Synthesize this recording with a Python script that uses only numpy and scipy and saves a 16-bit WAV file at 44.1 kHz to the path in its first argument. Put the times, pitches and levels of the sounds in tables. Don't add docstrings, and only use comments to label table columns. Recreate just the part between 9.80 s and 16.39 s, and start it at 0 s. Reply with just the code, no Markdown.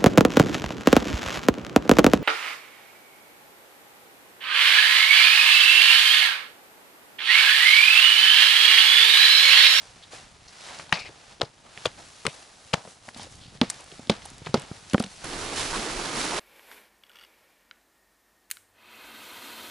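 import sys
import numpy as np
from scipy import signal
from scipy.fft import rfft, irfft, next_fast_len
from scipy.io import wavfile
from scipy.ndimage import uniform_filter1d

SR = 44100
rng = np.random.default_rng(int(sys.argv[2]) if len(sys.argv) > 2 else 0)


def natural_amplitude(level_db):
    exponent = np.asarray(level_db, float) / 20
    return 10 ** exponent


def bounce(signal):
    frames = np.transpose(np.atleast_2d(signal))
    limited = np.clip(frames, -1, 1)
    pcm = np.round(limited * 32767).astype(np.int16)
    wavfile.write(sys.argv[1], SR, pcm)


N = 290839

# (frequency [Hz], density [dB per Hz])
YARD_COLOUR = [(15, -37), (30, 4), (124, 6), (254, -3.5), (353, -6), (778, -2.5), (862, -4.5), (1060, -7),
               (1850, -8.5), (4180, -10), (11000, -18), (11250, -19), (11500, -75), (22000, -120)]
LAKE_COLOUR = [(15, -29), (24, 8), (45, -7), (69, -9), (207, -10), (303, -4), (588, -8.5), (884, -9.5),
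               (1800, -10), (4180, -11.5), (8970, -16.5), (10200, -15.5), (11000, -19), (11250, -20),
               (11500, -75), (22000, -120)]
# (frequency [Hz], likeness [0-1])
YARD_SAME = [(60, 1), (170, 0.82), (490, 0.61), (1390, 0.39), (3970, 0.89), (11300, 0.6)]
LAKE_SAME = [(60, 0.89), (170, 0.91), (490, 0.96), (1390, 0.58), (3970, 0.79), (11300, 0.36)]
# (frequency [Hz], left over right [dB])
YARD_PAN = [(1000, -0.2)]
LAKE_PAN = [(60, -1.5), (220, -0.5), (820, -4.5), (3060, -3), (11300, -2.5)]
# (time [s], level [dB])
RUMBLE = [(0.0, -61.5), (0.55, -57), (0.73, -65), (1.3, -52), (1.34, -63), (1.74, -65), (2.19, -56),
          (2.4, -69), (2.81, -64), (3.13, -67), (3.33, -61), (3.38, -55), (3.6, -53), (3.88, -56),
          (4.09, -63), (4.37, -52), (4.97, -59.5), (5.3, -58), (5.43, -59)]
# (time [s], level [dB])
WIND = [(5.45, -45), (5.56, -43), (5.69, -49), (5.78, -43), (5.83, -42), (5.87, -49), (5.91, -42),
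        (6.0, -44), (6.1, -47), (6.25, -44), (6.3, -51), (6.38, -42), (6.44, -48), (6.5, -48), (6.53, -41),
        (6.59, -48)]
# (peak time [s], level [dB], rise [s per 10 dB], fall [s per 10 dB], sheen re level
# [dB])
RUSTLES = [(0.0, -52, .1, .3, -7), (.24, -57, .05, .05, -12), (.325, -45, .012, .12, -7),
           (.88, -45, .15, .2, -8), (1.0, -47, .08, .03, -8), (1.53, -54.5, .5, .05, -9),
           (2.04, -48, .13, .03, -8), (2.2, -54, .1, .3, -3), (2.55, -52.5, .3, .2, -2),
           (2.9, -57, .2, .1, -2), (3.11, -57, .15, .05, 3), (3.29, -54.5, .07, .03, 0),
           (3.38, -50, .03, .1, -5), (3.43, -49, .08, .045, -6), (3.52, -57, .05, .2, 0),
           (3.76, -54.5, .06, .03, -8), (3.92, -50, .03, .18, -5), (4.12, -54, .08, .4, -4),
           (4.46, -52, .1, .2, -7), (4.655, -51, .05, .18, -12), (4.95, -54, .2, .3, -3),
           (5.12, -52.5, .06, .3, -3), (5.32, -56, .05, .2, 2), (5.44, -46, .06, .1, -8)]
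# (time [s], level [dB], fall [s per 10 dB], crunch re level [dB])
SHOWERS = [(1.128, -37, .07, -5), (1.25, -52, .07, 1), (1.618, -48, .05, 0), (1.85, -60, .06, 6),
           (2.062, -44, .05, -3), (2.18, -56, .06, 5), (2.47, -50, .05, 0), (2.54, -59, .12, 5),
           (2.94, -38, .025, -3), (2.97, -53, .08, 5), (3.995, -56, .05, 6), (3.82, -43, .09, -6),
           (4.3, -40, .06, -1), (4.664, -44, .025, -1), (4.748, -43, .1, 1), (5.203, -47, .08, -6)]
# (peak time [s], level [dB], rise [s per 10 dB], fall [s per 10 dB], sheen re level [dB])
STEPS = [
    (5.61, -43, .06, .1, -2),
    (5.772, -35, .02, .2, -4),
    (5.81, -37, .04, .06, -3),
    (5.951, -37, .04, .1, -6),
    (6.11, -42, .03, .05, -6),
    (6.24, -43, .03, .05, -8),
    (6.39, -33.5, .03, .14, -4),
    (6.55, -50, .06, .1, 2),
]
# (time [s], length [s], level [dB], centre [Hz], width [Hz])
SCUFFS = [(0.225, 0.035, -48, 3600, 900), (0.677, .035, -49, 4900, 2200), (1.133, .03, -34, 2500, 1200),
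          (1.133, .05, -34, 4400, 1400), (1.152, .02, -34, 2300, 1000), (1.17, .05, -39, 2430, 450),
          (1.135, .09, -39, 900, 700), (1.19, .025, -39, 4300, 2400), (1.196, .025, -52, 8500, 4000),
          (1.2, .07, -42, 2430, 450), (1.2, .06, -47, 4500, 1200), (1.25, .045, -44, 2350, 600),
          (1.254, .035, -48, 4200, 2000), (1.292, .018, -46, 350, 300), (.84, .04, -49, 4000, 1800),
          (.878, .09, -47, 1000, 900), (.94, .04, -49, 2000, 1200), (.996, .02, -43, 1500, 2200),
          (1.628, .012, -43, 3500, 4000), (1.645, .022, -50, 4400, 1500), (2.063, .014, -36, 3200, 900),
          (2.063, .022, -40, 1500, 1200), (2.478, .04, -44, 2900, 1600), (2.944, .014, -34, 750, 250),
          (3.828, .03, -42, 3000, 3000), (4.31, .03, -42, 4300, 1800), (4.32, .022, -40, 2000, 2000),
          (4.66, .024, -40, 2600, 2200), (4.766, .016, -41, 3200, 3000), (5.197, .011, -36, 4800, 3400),
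          (5.238, .009, -33, 3200, 4400), (5.208, .03, -46, 3500, 4000), (3.4, .055, -47, 4200, 2600),
          (3.604, 0.14, -52, 3760, 1900), (5.93, 0.06, -31, 1150, 600), (6.515, 0.08, -34, 850, 500),
          (5.72, .05, -39, 500, 500), (5.96, .08, -36, 300, 200), (5.755, .11, -37, 4300, 3600),
          (5.442, 0.012, -41, 9500, 2900)]
# (time [s], blow [dB], shaft [Hz], sole [Hz], sole over shaft [dB])
LEFT_THUDS = [(0.333, -35, 102, 480, 18), (0.995, -32, 150, 676, 8), (1.093, -38.5, 231, 870, 25),
              (1.123, -22, 153, 947, 10), (1.127, -12, 170, 800, 4), (1.601, -33.5, 308, 382, 3),
              (1.611, -20, 150, 760, 12), (1.616, -11, 304, 495, 32), (1.63, -19, 130, 440, 3),
              (1.975, -38, 183, 689, 6), (2.0575, -11.5, 312, 505, 37), (2.067, -25, 121, 440, 0),
              (2.452, -18, 200, 430, 12), (2.466, -19, 210, 480, 5), (2.477, -21.5, 139, 480, 2),
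              (2.938, -5.5, 170, 520, 4), (2.932, -24, 240, 600, 15), (2.975, -33, 123, 640, 3),
              (3.051, -32.5, 211, 640, 9), (3.075, -32.5, 182, 520, 9)]
# (time [s], blow [dB], shaft [Hz], sole [Hz], sole over shaft [dB])
TAPS = [
    (3.2815, -31, 230, 650, 6),
    (3.362, -32, 240, 770, 0),
    (3.396, -29, 199, 845, 8),
    (3.468, -36, 324, 530, 17),
    (4.456, -32, 94, 790, 18),
    (5.2255, -28, 231, 775, 8),
]
# (time [s], blow [dB], shaft [Hz], sole over shaft [dB], 60 dB decay [s])
FRONT_THUDS = [(3.679, -39, 123, -20, .025), (3.752, -36, 129, -10, .04), (3.815, -7.5, 245, -12, .06),
               (3.831, -19, 190, 0, .06), (4.122, -36, 151, 6, .07), (4.194, -28, 246, -5, .025),
               (4.273, -37, 249, -14, .04), (4.2975, -6.5, 205, 0, .06), (4.315, -22, 200, -14, .06),
               (4.516, -38.5, 179, -23, .025), (4.618, -31, 134, -22, .022), (4.666, -27, 156, -2, .08),
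               (4.69, -33, 130, -20, .12), (4.7422, -4, 230, 4, .048), (4.755, -20, 160, 6, .06),
               (4.775, -25, 141, -8, .06), (4.914, -23, 149, -25, .018), (5.135, -14.5, 240, -12, .035),
               (5.1455, -2, 215, -5, .033), (5.18, -19, 324, 6, .028), (5.1995, -24, 300, 8, .02),
               (5.2012, -12.5, 224, -12, .045), (5.243, -28.5, 195, -9, .055), (5.264, -35, 200, -25, .05)]
# (time [s], peak [dB], ring [Hz], treble fizz [dB])
LEFT_CRACKS = [(1.0937, -29, 3660, -12), (1.1257, -1, 1740, -11), (1.1265, -6, 2900, -14),
               (1.1275, -4, 2780, -14), (1.131, -14, 1810, -21), (1.5998, -33, 3500, -5),
               (1.611, -21, 3000, -8), (1.613, -22, 4000, -8), (1.6159, -5, 3600, -30),
               (1.617, -9, 1600, -30), (2.0495, -30, 4800, 8), (2.0552, -8, 1600, -6),
               (2.0571, -5, 3250, -8), (2.0586, -11, 3100, 0), (2.0631, -19, 3140, -14),
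               (2.065, -21, 6300, -10), (2.452, -28, 6000, 6), (2.4536, -12, 1050, -20),
               (2.4578, -24, 3200, -12), (2.4662, -5, 2200, -22), (2.4664, -11, 4000, -24),
               (2.4663, -13, 8400, -16), (2.468, -13, 2900, -15), (2.932, -17, 2410, 0),
               (2.936, -5, 2900, -28), (2.9385, -6, 3400, -23), (2.9413, -13, 6500, -8),
               (2.9418, -6, 2000, -24)]
# (time [s], peak [dB], ring [Hz], treble fizz [dB])
FRONT_CRACKS = [(3.8142, -2.5, 3400, -8), (3.8152, -10, 1400, -20), (3.8182, -13, 3000, -18),
                (3.8457, -22, 1890, -12), (3.8942, -29, 4000, 6), (3.9006, -13, 6150, 14),
                (3.9012, -19, 1800, 0), (3.9035, -17, 8500, 12), (3.9105, -32, 3000, 12),
                (4.2962, -16, 3600, -5), (4.297, -2, 3300, -12), (4.298, -6, 720, -25),
                (4.2993, -6, 4740, -12), (4.3032, -13, 3700, 0), (4.6615, -24, 3300, -23),
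                (4.6698, -17, 1050, -30), (4.7422, -9, 4200, 0), (4.746, -13, 4550, -8),
                (4.7511, -18, 1780, -20), (4.7746, -25, 2930, -15), (5.133, -19, 2600, 6),
                (5.1345, -19, 4200, 8), (5.1442, -8, 1900, -15), (5.1804, -13, 2400, -15),
                (5.1976, -22, 3180, 10), (5.2, -16, 4420, 3), (5.2252, -19, 3000, 8), (5.241, -23, 3120, 0),
                (5.243, -24, 5800, -5), (5.2628, -25, 3400, 0)]
# (time [s], peak [dB], ring [Hz])
TICKS = [(0.8876, -29, 2450), (0.988, -25, 5430), (0.9975, -20, 1840), (1.9758, -20.5, 2450),
         (3.0748, -30, 1430), (3.2885, -19, 1600), (3.3464, -24, 3850), (3.3962, -26, 3260),
         (3.4415, -29, 3630), (3.774, -32, 3750), (4.1174, -25, 2910), (4.2717, -27, 3550),
         (4.3662, -29, 4220), (4.4201, -28, 2820), (4.4947, -32, 4740), (4.827, -29, 2410),
         (5.0983, -24.5, 6000), (5.111, -28, 2840)]
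# (time [s], peak [dB], ring [Hz])
SNAPS = [(3.3744, -32, 4450), (3.4316, -29, 4700), (4.4543, -30, 9000), (4.459, -31, 2900),
         (4.502, -36, 6500), (4.007, -35, 5000), (4.042, -37, 6000), (4.582, -37, 5000), (3.555, -38, 5000),
         (1.1165, -40, 5000), (4.7972, -30, 3620), (4.8194, -32, 3140)]

LAKE_FROM_S = 5.44
LEFT_FROM_S, FRONT_FROM_S = 1.05, 3.2


def evened(x):
    return x / np.sqrt(np.mean(x ** 2) + 1e-20)


def read(points, hz):
    f, value = np.transpose(points)
    return np.interp(np.log(hz + 1), np.log(f + 1), value)


def add(mix, s, sound):
    part = mix[:, round(s * SR):][:, :sound.shape[1]]
    part += sound[:, :part.shape[1]]


def sides(pan_db):
    return natural_amplitude(np.array([[pan_db / 2], [-pan_db / 2]]))


def ring(hz, t60, t):
    return -np.sin(2 * np.pi * hz * t) * natural_amplitude(-60 * t / t60)


def burst(band, noise, shape):
    return evened(signal.lfilter(*band, noise) * shape) * np.sqrt(np.mean(shape ** 2))


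def grains(per_s, spread_db, grain_s, smooth):
    size = natural_amplitude(spread_db * np.minimum(rng.exponential(1, N), 4))
    breaks = size * (rng.random(N) < per_s / SR)
    decay = np.exp(-1 / (grain_s * SR))
    return smooth + evened(signal.lfilter([1], [1, -decay], breaks))


def clumps(depth_db, clump_s):
    width = int(clump_s * SR)
    wander = uniform_filter1d(uniform_filter1d(rng.standard_normal(N), width), width)
    return evened(natural_amplitude(depth_db * evened(wander)))


def levels(bed_db, gain_db_per_s, start_s, swells):
    s = np.arange(0, N / SR + .01, .002)
    power = natural_amplitude(2 * (np.array(bed_db)[:, None] + gain_db_per_s * (s - start_s)))
    for peak_s, db, rise_s, fall_s, sheen_db, crunch_db in swells:
        before = (peak_s - s) / max(rise_s, .001)
        after = (s - peak_s) / max(fall_s, .005)
        away = np.where(s < peak_s, before, after)
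        layers_db = db + np.array([[0], [sheen_db], [crunch_db]])
        power = power + natural_amplitude(2 * (layers_db - 10 * away))
    level_db, sheen_db, crunch_db = 10 * np.log10(power)
    return np.transpose([s, level_db, sheen_db - level_db, crunch_db - level_db])


def yard_levels():
    rustles = [(*row, -6) for row in RUSTLES]
    rise_s, sheen_db = .003, -23
    showers = [(s, db, rise_s, fall_s, sheen_db, crunch_db) for s, db, fall_s, crunch_db in SHOWERS]
    still_db = (-63.5, -68, -65)
    return levels(still_db, 0, 0, rustles + showers)


def lake_levels():
    steps = [(*row, -10) for row in STEPS]
    sled_db = (-41, -47, -40)
    return levels(sled_db, 4, LAKE_FROM_S, steps)


def friction(rows, low, colour, same, pan, edges_hz, grit, depth_db, calm_db):
    s, level_db, sheen_db, crunch_db = np.transpose(rows)
    size = next_fast_len(N)
    hz, t = np.fft.rfftfreq(size, 1 / SR), np.arange(N) / SR
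    left, other = rfft(grit * rng.standard_normal((2, N)), size)
    like = np.clip(read(same, hz), 0, 1)
    right = like * left + np.sqrt(1 - like ** 2) * other
    pair = np.array([left, right])
    pair *= natural_amplitude(read(colour, hz) + np.outer([.5, -.5], read(pan, hz)))
    below = [0 * hz] + [1 / (1 + (hz / edge) ** 6) for edge in edges_hz] + [1 + 0 * hz]
    layer_levels = [np.transpose(low)] + [(s, level_db + db) for db in (crunch_db, 0, sheen_db)]
    shower_db = .18 * np.maximum(np.interp(t, s, level_db) - calm_db, 0)
    out = np.zeros((2, N))
    for k, level in enumerate(layer_levels):
        layer = irfft(pair * np.sqrt(below[k + 1] - below[k]), size)[:, :N]
        uneven = clumps(depth_db[k] + shower_db, clump_s=0.0036)
        out += natural_amplitude(np.interp(t, *level)) * evened(layer) * uneven
    return out


def yard_friction():
    grit = grains(per_s=990, spread_db=2.5, grain_s=0.00088, smooth=2.76)
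    return friction(yard_levels(), RUMBLE, YARD_COLOUR, YARD_SAME, YARD_PAN, edges_hz=(300, 1200, 6000),
                    grit=grit, depth_db=(3, 1.8, .8, .4), calm_db=-47)


def lake_friction():
    grit = grains(per_s=1200, spread_db=2.0, grain_s=0.0025, smooth=2.2)
    return friction(lake_levels(), WIND, LAKE_COLOUR, LAKE_SAME, LAKE_PAN, edges_hz=(170, 1200, 6000),
                    grit=grit, depth_db=(1.5, 1.4, .5, .3), calm_db=-33)


def scuffs(grit):
    out, t = np.zeros((2, N)), np.arange(9000) / SR
    for s, length_s, db, hz, width_hz in SCUFFS:
        noise = rng.standard_normal((3, 9000)) * grit[round(s * SR) // 2:][:9000]
        stereo = noise[0] + 0.23 * noise[1:]
        band = signal.butter(2, [hz - width_hz / 2, hz + width_hz / 2], "band", fs=SR)
        swell = np.sin(np.pi * np.clip(t / length_s, 0, 1) ** 0.45)
        pan_db = 3.5 * (LEFT_FROM_S < s < FRONT_FROM_S) - 2.6 * (s > LAKE_FROM_S)
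        add(out, s, natural_amplitude(db) * sides(pan_db) * burst(band, stereo, swell))
    return out


def struck_t60(db):
    return .052 - .0004 * (db + 40) - .012 * (db > -10)


def thuds():
    out, t = np.zeros((2, N)), np.arange(6000) / SR
    slap_filter = signal.butter(3, (800, 1400), "band", fs=SR)
    front_sole_hz = 395
    single = [(*row, struck_t60(row[1])) for row in LEFT_THUDS + TAPS]
    front = [(s, db, shaft_hz, front_sole_hz, sole_db, t60) for s, db, shaft_hz, sole_db, t60 in FRONT_THUDS]
    for s, db, shaft_hz, sole_hz, sole_db, t60 in single + front:
        t60 = max(t60, .008)
        body = ring(shaft_hz, t60, t) + natural_amplitude(sole_db) * ring(sole_hz, 0.45 * t60, t)
        rattle_filter = signal.butter(3, [0.59 * sole_hz, 1.9 * sole_hz], "band", fs=SR)
        rattle = burst(rattle_filter, rng.standard_normal(6000), natural_amplitude(-16 - 60 * t / (1.3 * t60)))
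        slap_shape = natural_amplitude(-11 + .3 * db - 60 * t / .02)
        slap = burst(slap_filter, rng.standard_normal(6000), slap_shape)
        pan_db = 2.5 if s < FRONT_FROM_S else -.6
        blow = body / abs(body).max() + rattle + slap
        add(out, s, natural_amplitude(db) * sides(pan_db) * blow * np.minimum(t / 0.001, 1))
    thin = signal.butter(2, 75, "high", fs=SR)
    return signal.lfilter(*thin, out)


def placed_cracks():
    tick_fizz_db, snap_fizz_db = -10, 14
    ticks = [(*row, tick_fizz_db) for row in TICKS]
    snaps = [(*row, snap_fizz_db) for row in SNAPS]
    left_pan_db, front_pan_db, scatter_db = 6, -.4, 3.5
    rows = [(*row, left_pan_db) for row in LEFT_CRACKS]
    rows += [(*row, front_pan_db) for row in FRONT_CRACKS + ticks + snaps]
    return [(*row[:-1], row[-1] + scatter_db * rng.uniform(-1, 1)) for row in rows]


def cracks():
    out, t = np.zeros((2, N)), np.arange(600) / SR
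    fizz_filter = signal.butter(2, [5500, 12500], "band", fs=SR)
    onset = np.sin(np.pi / 2 * np.minimum(t / 0.00015, 1)) ** 2
    for s, db, hz, fizz_db, pan_db in placed_cracks():
        a, b = rng.standard_normal((2, 3, 600))
        band = signal.butter(3, [hz * .55, hz * 1.4], "band", fs=SR)
        splinters = burst(band, a[0] + .5 * a[1:], natural_amplitude(-15 - 60 * t / 0.016))
        fizz = burst(fizz_filter, b[0] + 0.33 * b[1:], natural_amplitude(fizz_db - 17 - 60 * t / 0.0085))
        crack = ring(hz, .0026, t) + splinters + fizz
        add(out, s, natural_amplitude(db) * sides(pan_db) * onset * crack)
    return out


def scene():
    lake_gain = np.clip((np.arange(N) / SR - LAKE_FROM_S) / 0.0059 + .5, 0, 1)
    background = (1 - lake_gain) * yard_friction() + lake_gain * lake_friction()
    return background + scuffs(clumps(1.8, .002)) + thuds() + cracks()


def low_pass(x):
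    return signal.sosfilt(signal.butter(12, 14400, fs=SR, output="sos"), x)


def record(dry):
    steep = signal.firwin(511, 11150, window=("kaiser", 5), fs=SR)
    gentle = signal.firwin(61, 13300, window=("kaiser", 4), fs=SR)
    limited = signal.oaconvolve(dry, steep[None], "same")
    leak = signal.oaconvolve(dry, gentle[None], "same")
    mix = limited + natural_amplitude(-24) * (leak - limited)
    return low_pass(mix)


dry = scene()
out = record(dry)
bounce(out)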